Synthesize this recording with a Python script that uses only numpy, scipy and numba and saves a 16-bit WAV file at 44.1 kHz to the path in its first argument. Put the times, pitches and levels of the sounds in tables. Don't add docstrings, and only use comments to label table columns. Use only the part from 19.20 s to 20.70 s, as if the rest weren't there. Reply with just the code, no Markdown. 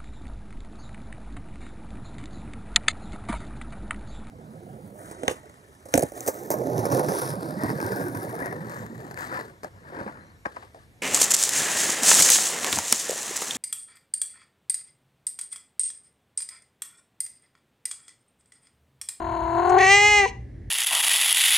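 import sys
import numpy as np
from scipy import signal
from scipy.fft import rfft, irfft, next_fast_len
from scipy.io import wavfile
from scipy.ndimage import uniform_filter1d
from numba import njit

SR = 44100
rng = np.random.default_rng(int(sys.argv[2]) if len(sys.argv) > 2 else 0)


def wav_record(signal):
    frames = np.transpose(np.atleast_2d(signal))
    bounded = np.clip(frames, -1, 1)
    quanta = np.round(bounded * 32767).astype(np.int16)
    wavfile.write(sys.argv[1], SR, quanta)


def decibels_to_gain(level_db):
    exponent = np.asarray(level_db, float) / 20
    return 10 ** exponent


N = 66150
TOP_HZ = 13000
LEFT_RIGHT = np.array([[1], [-1]])


def level(x, db):
    return x * decibels_to_gain(db) / np.sqrt(np.mean(x ** 2))


def curve(table, t, axis):
    return np.interp(t, np.array(table)[:, 0], np.array(table)[:, axis])


@njit
def moving_band(x, hz, width):
    y, band_state, low_state = np.empty(len(x)), 0., 0.
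    for i in range(len(x)):
        g, k = np.tan(np.pi * hz[i] / SR), width / hz[i]
        v = (band_state + g * (x[i] - low_state)) / (1 + g * (g + k))
        band_state = 2 * v - band_state
        low_state = low_state + 2 * g * v
        y[i] = k * v
    return y


def band(x, hz, width):
    return moving_band(x, np.full(len(x), 1. * hz), 1. * width)


def double_band(x, hz, width):
    return band(band(x, hz, width), hz, width)


def butter(x, order, hz, kind):
    return signal.lfilter(*signal.butter(order, hz, kind, fs=SR), x)


def walk(rate):
    k = int(SR / rate)
    return level(uniform_filter1d(uniform_filter1d(rng.standard_normal(N), k), k), 0)


# (frequency [Hz], level [dB])
HUM_LINES = [
    (59.2, -52.5),
    (86.1, -50),
    (118.4, -44),
]
# (frequency [Hz], spectrum level [dB])
ROOM_AIR = [(18, -55), (30, -33.5), (49, 2.5), (124, -10.5), (152, -13.5), (342, -18.5), (1150, -48),
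            (1870, -49.5), (12800, -64.5), (16700, -96), (22000, -120)]


def appliance(t):
    hum = sum(level(double_band(rng.standard_normal(N), hz, 9.8), db) for hz, db in HUM_LINES)
    f, points = np.arange(N // 2 + 1) * SR / N + 1, np.array(ROOM_AIR)
    shape = decibels_to_gain(np.interp(np.log(f), np.log(points[:, 0]), points[:, 1]))
    air = irfft(rfft(rng.standard_normal((2, N))) * shape, N)
    audible = irfft(rfft(air[0]) * (f > 150), N)
    air = air * decibels_to_gain(-49.5) / np.sqrt(np.mean(audible ** 2))

    fan_hz, fan_width_hz = 1900, 550
    edges = [fan_hz - fan_width_hz / 2, fan_hz + fan_width_hz / 2]
    fan = level(butter(rng.standard_normal(N), 3, edges, "band"), -67)
    side = decibels_to_gain(-6.5) * butter(air[1], 2, 250, "high")

    duck_db = -20 * (t > .72) * (t < 1.04)
    duck = 1 - decibels_to_gain(uniform_filter1d(duck_db, size=2000))
    upper = irfft(rfft(air[0] + fan) * (f > 430), N)
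    return hum + fan + air[0] - duck * upper + side * (1 - duck) * LEFT_RIGHT


def room(x, t):
    t60_s, gap_s, damp_hz, room_db = 0.32, 0.018, 5000, -21
    tail = rng.standard_normal(N) * decibels_to_gain(-60 * t / t60_s) * (t > gap_s)
    tail = butter(tail, 1, damp_hz, "low")
    return decibels_to_gain(room_db) * signal.fftconvolve(x, tail / np.sqrt(np.sum(tail ** 2)))[:N]


TICK_TIMES = [.493, .585, 1.057, 1.057, .457, .606]
# (peak level [dB], ring frequency [Hz], ring time [s])
TICK_RINGS = [
    (-40.5, 6900, .008),
    (-34.5, 3600, 0.0064),
    (-23, 990, 0.0077),
    (-25.5, 460, 0.0095),
    (-28.5, 870, 0.014),
    (-48, 6300, .006),
]


def lips(t):
    out = 0
    for start_s, (db, hz, ring_s) in zip(TICK_TIMES, TICK_RINGS):
        u = np.maximum(t - start_s, 0)
        noise = level(double_band(rng.standard_normal(N), hz, hz / 2.6), 0)
        body = noise if hz > 3000 else np.sin(2 * np.pi * hz * u)
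        swell = u / ring_s * np.exp(-u / ring_s * 2) * 2
        out = out + decibels_to_gain(db + 10.0) * swell * body
    return out


# (time [s], beats counted)
FLUTTER_BEATS = [(-.014, -1), (.134, 5), (.27, 10), (.391, 15), (.5147, 20), (.5595, 22), (.5935, 23),
                 (.6232, 24), (.72, 27)]
# (time [s], pitch [Hz])
VOICE_PITCH = [
    (0, 322.6),
    (.25, 324.4),
    (.43, 338.6),
    (.54, 360.6),
    (.65, 374.4),
    (.73, 402),
    (.88, 418.7),
    (.98, 412.9),
    (1.06, 383.1),
]
# (time [s], effort [dB], flutter depth [0-1])
VOICE_EFFORT = [(0, -28, .8), (.3, -24, 0.4), (.47, -18, 0.6), (.515, -15, .4), (.61, -11.5, 0.4),
                (.665, -15, 0.05), (.705, -14.5, 0.06), (.8, -17.5, 0), (1.045, -17, 0)]


def vocal_folds(t, mouth):
    sharp, bend, bend_lead_rad = 2.2, .19, -.4
    depth = np.clip(curve(VOICE_EFFORT, t, axis=2), 0, 1)
    turn = 2 * np.pi * curve(FLUTTER_BEATS, t, axis=1) + .3 * walk(20)
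    sag = ((1 + np.cos(turn + bend_lead_rad)) / 2) ** sharp
    flutter = 1 - depth * ((1 + np.cos(turn)) / 2) ** sharp
    fold = np.exp(-np.maximum(t - 1.052, 0) / .005)

    glide = uniform_filter1d(curve(VOICE_PITCH, t, axis=1), size=3000, mode="nearest")
    jitter_shut, jitter_open = .007, .0011
    jitter = jitter_shut + (jitter_open - jitter_shut) * mouth
    hz = glide * (1 + jitter * walk(140) - bend * depth * (sag - sag.mean()))
    phase = 2 * np.pi * np.cumsum(hz) / SR
    k = np.arange(1, TOP_HZ // 330)[:, None]
    pulses = level((np.cos(k * phase) * k ** -0.084).sum(axis=0), 0)

    hiss = butter(rng.standard_normal(N), 3, 3300, "high")
    sigh_end = np.exp(-np.maximum(t - 1.09, 0) / .008)
    breath = hiss * (1 + fold * np.cos(phase)) * decibels_to_gain(curve(MOUTH_SHAPE, t, axis=2)) * sigh_end
    shimmer = decibels_to_gain(.5 * walk(40))
    return shimmer * (flutter * fold * pulses + np.sqrt(flutter) * breath)


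# (time [s], opening [0-1], breath level against the pulses [dB])
MOUTH_SHAPE = [
    (0, 0.1, 21),
    (.45, 0.07, 20.5),
    (.578, 0.11, 15.5),
    (.587, 0.65, -0.5),
    (.67, 0.86, -4.5),
    (.72, 1.0, -15.5),
    (.99, 0.97, -15),
    (1.04, 0.75, -7.5),
    (1.08, 0.83, -4),
]
# (shut frequency [Hz], open frequency [Hz], width [Hz], shut level [dB], open level [dB])
RESONANCES = [(292, 494, 263, -4.5, -6.5), (644, 730, 377.6, -5, -1.5), (879.6, 1197, 129.3, 9.5, -22.5),
              (1401, 2037, 247, -23, 4), (2310, 2800, 870, -42.5, -8.5), (2450, 3127, 490, -44.5, -5),
              (4250, 4094, 410, -48, -18), (6160, 5400, 950, -73.5, -18.5), (7100, 6140, 500, -55.5, -13.5),
              (7500, 6660, 210, -64.5, -12), (7400, 7300, 170, -98.5, -7.5), (8400, 8350, 400, -82, -20),
              (9940, 9810, 200, -61, -37), (10824, 10700, 2900, -75.5, -33)]


def cat(t):
    mouth = np.clip(curve(MOUTH_SHAPE, t, axis=1), 0, 1)
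    air = vocal_folds(t, mouth) + 1e-18
    voice = 0
    for n, (shut_hz, open_hz, width, shut_db, open_db) in enumerate(RESONANCES):
        centre = shut_hz + (open_hz - shut_hz) * mouth
        ring = moving_band(moving_band(air, centre, 1.52 * width), centre, 1.52 * width)
        gain = decibels_to_gain(shut_db + (open_db - shut_db) * mouth)
        voice = voice + (-1) ** n * gain * ring
    shut = np.clip((.3 - mouth) * 10, 0, 1)
    for _ in range(2):
        voice = voice - shut * band(voice, 5250, 1600)
    return decibels_to_gain(curve(VOICE_EFFORT, t, axis=1) + 11.5) * voice


# (frequency [Hz], left minus right level [dB], left phase lead [rad])
PORT_DIFFERENCE = [(152, -10, 0.1), (350, -1.5, .4), (520, -4.5, .4), (780, 12.5, 0.66), (1150, 13, 0.48),
                   (1720, 1.5, 0), (2100, -1.5, 0), (4000, -1.5, 0.79)]


def ports(x):
    size = next_fast_len(2 * N)
    f, points = np.log(np.arange(size // 2 + 1) * SR / size + 1), np.array(PORT_DIFFERENCE)
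    db, lead = (np.interp(f, np.log(points[:, 0]), points[:, c]) for c in (1, 2))
    ratio = decibels_to_gain(db) * np.exp(1j * lead)
    left_right = np.array([2 * ratio / (1 + ratio), 2 / (1 + ratio)])
    return irfft(rfft(x, size) * left_right, size)[:, :N]


def scene():
    t = np.arange(N) / SR
    near = cat(t) + lips(t)
    side = decibels_to_gain(-4.5) * room(near, t) * LEFT_RIGHT
    return ports(near + room(near, t)) + side + appliance(t)


TREBLE_BANDS = [-2, -4, 0.5, -25, 1, 0.5, -3.5, -10, -18]


def rebuilt_top(x):
    mid_hz, top_hz, band_hz = 1033.6, 6546.1, 689.06
    noise_db, smooth_s = -11, 0.0054
    t, f, spec = np.arange(N) / SR, np.fft.fftfreq(N, 1 / SR), np.fft.fft(x)

    def below(hz):
        return np.clip((hz - np.abs(f)) / 120 + .5, 0, 1)

    def part(s, hz):
        return np.fft.ifft(2 * s * (below(hz + band_hz) - below(hz)) * (f > 0))

    def size(z):
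        return np.sqrt(np.maximum(uniform_filter1d(np.abs(z) ** 2, int(smooth_s * SR)), 1e-16))

    noise = np.fft.fft(rng.standard_normal(x.shape))
    out = np.fft.ifft(spec * below(top_hz)).real
    for n, db in enumerate(TREBLE_BANDS):
        hz = top_hz + n * band_hz
        source_hz = mid_hz + n % 3 * band_hz
        copy = part(spec, source_hz) * np.exp(2j * np.pi * (hz - source_hz) * t)
        fill = part(noise, hz)
        mix = copy / size(copy) + decibels_to_gain(noise_db) * fill / size(fill)
        out = out + decibels_to_gain(db) * size(part(spec, hz)) * mix.real
    return out


def band_limit(x):
    return signal.sosfilt(signal.butter(12, 12970, fs=SR, output="sos"), x)


def record(dry):
    fade = np.clip((N - np.arange(N)) / (.004 * SR), 0, 1)
    top_cut = signal.ellip(8, .2, 70, TOP_HZ, fs=SR, output="sos")
    mix = signal.sosfilt(top_cut, rebuilt_top(dry * fade))
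    return band_limit(mix)


dry = scene()
out = record(dry)
wav_record(out)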